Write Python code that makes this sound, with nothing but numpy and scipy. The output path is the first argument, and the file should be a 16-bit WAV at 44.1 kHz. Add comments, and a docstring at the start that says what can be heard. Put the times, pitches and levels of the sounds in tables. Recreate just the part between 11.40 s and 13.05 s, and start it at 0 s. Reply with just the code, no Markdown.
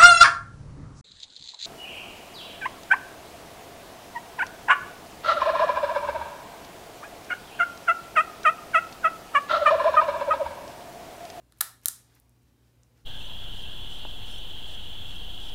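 """Prying open a small device

Fingers pry at a small open electronic device on a towel in a quiet room. Adhesive and clips let go in two
loud snaps and some faint ticks: bright bursts with a noisy shiver that set damped case modes ringing.
Sparse, decaying reflections answer as the room. Shaped noise makes the rubbing of skin and cloth and the
steady hiss; wavering sine lines make the mains hum.
"""
import sys
import numpy as np
from scipy import signal
from scipy.fft import rfft, irfft
from scipy.io import wavfile
from scipy.ndimage import uniform_filter1d

SR = 44100
rng = np.random.default_rng(int(sys.argv[2]) if len(sys.argv) > 2 else 0)


def invert_db(x):
    """Field ratio 10**(x/20) for x, a level in decibels (scalar or array-like)."""
    u = np.asarray(x, float) / 20
    return 10 ** u


def int16_out(signal):
    """Quantize to a 16-bit WAV file."""
    q = np.round(np.clip(np.atleast_2d(signal).T, -1, 1) * 32767)
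    wavfile.write(sys.argv[1], SR, q.astype(np.int16))


N = 72765  # samples, 1.65 s


def evened(x):
    """Scales a signal to an rms of one."""
    return x / np.sqrt(np.mean(x ** 2) + 1e-20)


def read(points, hz):
    """Reads a (frequency, value) curve along a logarithmic frequency axis."""
    f, value = np.transpose(points)
    return np.interp(np.log(hz + 1), np.log(f + 1), value)


def add(mix, start_s, sound):
    """Lays a sound into the mix in place, cut off at the end of the mix."""
    part = mix[round(start_s * SR):][:len(sound)]
    part += sound[:len(part)]


def noise(tone, patchy_db, size):
    """Noise of a given colour from random short-time spectra whose level drifts in patches; rms one."""
    frames = 4 * N // size + 5
    hz = np.fft.rfftfreq(size, 1 / SR)
    real, imag, patches = rng.standard_normal((3, len(hz), frames))
    patches = uniform_filter1d(patches, size=12, axis=0)  # smooth across frequency
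    patches = evened(uniform_filter1d(patches, size=10, axis=1))  # and across time
    level_db = read(tone, hz)[:, None] + patchy_db * patches
    spectra = (real + 1j * imag) * invert_db(level_db)
    sound = signal.istft(spectra, nperseg=size, noverlap=3 * size // 4)[1]
    return evened(sound[:N])


def hiss():
    """Steady background air: coloured noise, strongest in the lows, with a long faint treble."""
    # colour of the background: (frequency [Hz], relative level [dB])
    air_tone = [(12, -43.5), (30, -25.5), (50, -6.5), (70, -2), (100, -6.5), (169, -11.5), (260, -11),
                (330, -12), (709, -20.5), (1390, -26), (5000, -31.5), (11500, -34.5), (15700, -33),
                (16000, -55.5)]
    return invert_db(-67) * noise(air_tone, patchy_db=1.52, size=4096)


def slow_waver(t):
    """Slow random drift: sines from 0.5 to 9 Hz at random phases, weaker as they get faster; rms one."""
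    rates_hz = np.geomspace(.5, 9, num=20)
    return evened(sum(np.sin(2 * np.pi * (f * t + rng.random())) / np.sqrt(f) for f in rates_hz))


def hum():
    """Mains lines: sines whose level and phase waver."""
    # hum lines: (frequency [Hz], level before the waver [dB rms])
    lines = [(59.2, -70), (118.4, -67.5), (242.2, -79), (274.5, -82)]
    level_waver_db, phase_waver_rad = 0.5, .4  # rms
    t = np.arange(N) / SR
    out = np.zeros(N)
    for hz, db in lines:
        level = np.sqrt(2) * invert_db(db + level_waver_db * slow_waver(t))
        phase = 2 * np.pi * (hz * t + rng.random()) + phase_waver_rad * slow_waver(t)
        out += level * np.sin(phase)
    return out


def room(x):
    """Sparse reflections after the first wall, each band dying at its own speed."""
    # decay of the room: (frequency [Hz], time to fall 60 dB [s])
    decay = [(500, 0.46), (1400, .36), (3500, .35), (9000, .32), (15000, .24)]
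    # colour of the reflections: (frequency [Hz], relative level [dB])
    room_tone = [(500, 1.5), (1400, 1.4), (2500, 3), (3800, -2), (5500, 2.5), (9000, -2.1), (15000, -2)]
    room_db, wall_s, build_s = -11, 0.0053, .002  # level, delay of the first wall, build-up time
    taps = np.zeros(SR // 2)
    slots = np.arange(0, len(taps) - 12, 12)
    # one reflection of random sign somewhere in every 12 samples
    taps[slots + rng.integers(0, 12, len(slots))] = rng.choice([-1., 1.], len(slots))
    hz, t, spectra = signal.stft(taps, SR, nperseg=256)
    level_db = read(room_tone, hz)[:, None] - 60 * t / read(decay, hz)[:, None]
    tail = signal.istft(spectra * invert_db(level_db), SR, nperseg=256)[1]
    after_wall_s = np.maximum(np.arange(len(tail)) / SR - wall_s, 0)
    tail = tail * (1 - np.exp(-after_wall_s / build_s))
    return invert_db(room_db) * signal.fftconvolve(x, tail / np.linalg.norm(tail))[:N]


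def rubbing():
    """Skin and cloth rubbing: soft friction noise that follows the hands."""
    # strength of the rubbing: (time [s], level [dB])
    strokes = [(0, -97), (.1, -85), (.19, -71), (.4, -97), (0.432, -63.5), (.66, -72.5), (0.719, -70.5),
               (.76, -68.5), (.79, -69.5), (.82, -93.5), (1.04, -92), (1.08, -76), (1.149, -92),
               (1.27, -74), (1.35, -91), (1.541, -86.5), (1.579, -72.5), (1.65, -80.5)]
    # colour of the friction: (frequency [Hz], relative level [dB])
    rub_tone = [(350, -31), (800, -11), (1570, -2.5), (3000, -6.5), (5070, -5.5), (8160, -12.5),
                (15500, -15.5), (16000, -35)]
    s, db = np.transpose(strokes)
    envelope = invert_db(np.interp(np.arange(N) / SR, s, db))
    return envelope * noise(rub_tone, patchy_db=2.0, size=256)


def ring(modes, rise_s, t):
    """Heavily damped modes with a soft start."""
    soft_start = (1 - np.exp(-t / rise_s)) ** 2
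    return soft_start * sum(invert_db(db - 60 * t / t60) * np.sin(2 * np.pi * hz * t) for hz, db, t60 in modes)


def crack(centre_hz, grit):
    """A part letting go: a burst of a few bright cycles, then a noisy shiver around the same pitch."""
    half_s = .85 / centre_hz  # half-length of the burst: 0.85 cycles
    shiver_db, shiver_t60_s, shiver_spread = -21, 0.02, .55  # spread as a share of the centre
    t = np.arange(len(grit)) / SR
    burst = np.exp(-(t / half_s - 2) ** 2) * np.cos(2 * np.pi * centre_hz * (t - 2 * half_s))
    hz = np.fft.rfftfreq(len(grit), 1 / SR)
    band = np.exp(-((hz / centre_hz - 1) / shiver_spread) ** 2)
    shiver = evened(irfft(rfft(grit) * band, len(grit)))
    shiver_level = invert_db(shiver_db - 60 * t / shiver_t60_s) * (1 - np.exp(-t / half_s))
    return burst + shiver * shiver_level


def click(crack_db, crack_hz, hollow_db, panel_db, grit):
    """One release: the crack sets the hollow case and its thin panel ringing."""
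    # modes of the hollow case: (frequency [Hz], relative level [dB], time to fall 60 dB [s])
    hollow_modes = [(500, -22.5, 0.0074), (941, -12, .007), (1350, -5.5, 0.0079), (1696, -7, 0.0073),
                    (2500, -14, .005)]
    # modes of the thin panel: (frequency [Hz], relative level [dB], time to fall 60 dB [s])
    panel_modes = [(3907, -2, .0032), (5200, -7.5, 0.0033)]
    hollow_rise_s, panel_rise_s = .001, .0003
    echo_s, echo_db = .0105, -8.5  # a wall returns the hollow knock
    t = np.arange(len(grit)) / SR
    knock = ring(hollow_modes, hollow_rise_s, t)
    echo = invert_db(echo_db) * ring(hollow_modes, hollow_rise_s, np.maximum(t - echo_s, 0))
    panel = ring(panel_modes, panel_rise_s, t)
    return invert_db(crack_db) * crack(crack_hz, grit) + invert_db(hollow_db) * (knock + echo) + invert_db(panel_db) * panel


def device():
    """Adhesive and clips letting go in a room; clicks take turns among three random reverb tails."""
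    # every release: (time [s], crack burst [dB], crack centre [Hz], hollow knock [dB], thin panel [dB])
    releases = [(0.1228, -40.5, 9800, -35.5, -35.5), (.144, -61.5, 12000, -77, -65),
                (0.174, -48, 11900, -68, -70), (0.1848, -46, 10100, -77.5, -61),
                (0.1886, -43, 11000, -75, -57), (0.2022, -53, 12990, -65.5, -74),
                (.2072, -17, 12990, -8, -12), (.209, -2.5, 10310, -4.5, -2.5),
                (0.2113, -5, 12000, -3.5, -6.5), (0.2127, -1.5, 13100, -15.5, -20),
                (.416, -50, 10750, -91, -99), (0.4353, -42, 11100, -72, -85), (.4388, -48, 11500, -76, -75),
                (.4465, -38, 10500, -64, -75), (.458, 0.3, 11500, -12.5, -4), (.484, -4, 9360, -17, -14),
                (0.4853, -12, 12900, -23, -23), (0.7485, -55, 6000, -50, -60),
                (.7521, -41, 12800, -65.5, -69), (0.763, -60, 13000, -77, -76),
                (0.7997, -38, 12000, -78, -73), (.8947, -47, 10480, -79.5, -80.5),
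                (1.022, -60, 9000, -79, -80), (1.033, -58, 9400, -78, -79), (1.355, -59, 15000, -81, -80.5),
                (1.4337, -45, 6800, -80.5, -72), (1.578, -58, 6500, -63, -67.5)]
    tails = np.zeros((3, N))  # the clicks that feed each tail
    grits = rng.standard_normal((len(releases), 2048))
    for k, ((start_s, *settings), grit) in enumerate(zip(releases, grits)):
        add(tails[k % len(tails)], start_s, click(*settings, grit))
    return sum(x + room(x) for x in tails)


def scene():
    """Sums the device in its room, the rubbing, the hum and the hiss into one channel."""
    return (device() + rubbing() + hum() + hiss())[None]


def roll_off(x):
    """The treble ends steeply here."""
    return signal.sosfilt(signal.butter(12, 17150, fs=SR, output="sos"), x)


def record(dry):
    """Microphone: the treble rolls off and then stops at a band limit."""
    roll_hz, edge_hz, edge_db = 14500, 16100, -8  # roll-off start, band edge, level at the edge
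    corners_hz = [0, roll_hz, edge_hz, edge_hz + 900, SR / 2]
    mic = signal.firwin2(127, corners_hz, [1, 1, invert_db(edge_db), 0, 0], fs=SR)
    mix = signal.oaconvolve(dry, mic[None], "same")
    return roll_off(mix)


dry = scene()
out = record(dry)
int16_out(out)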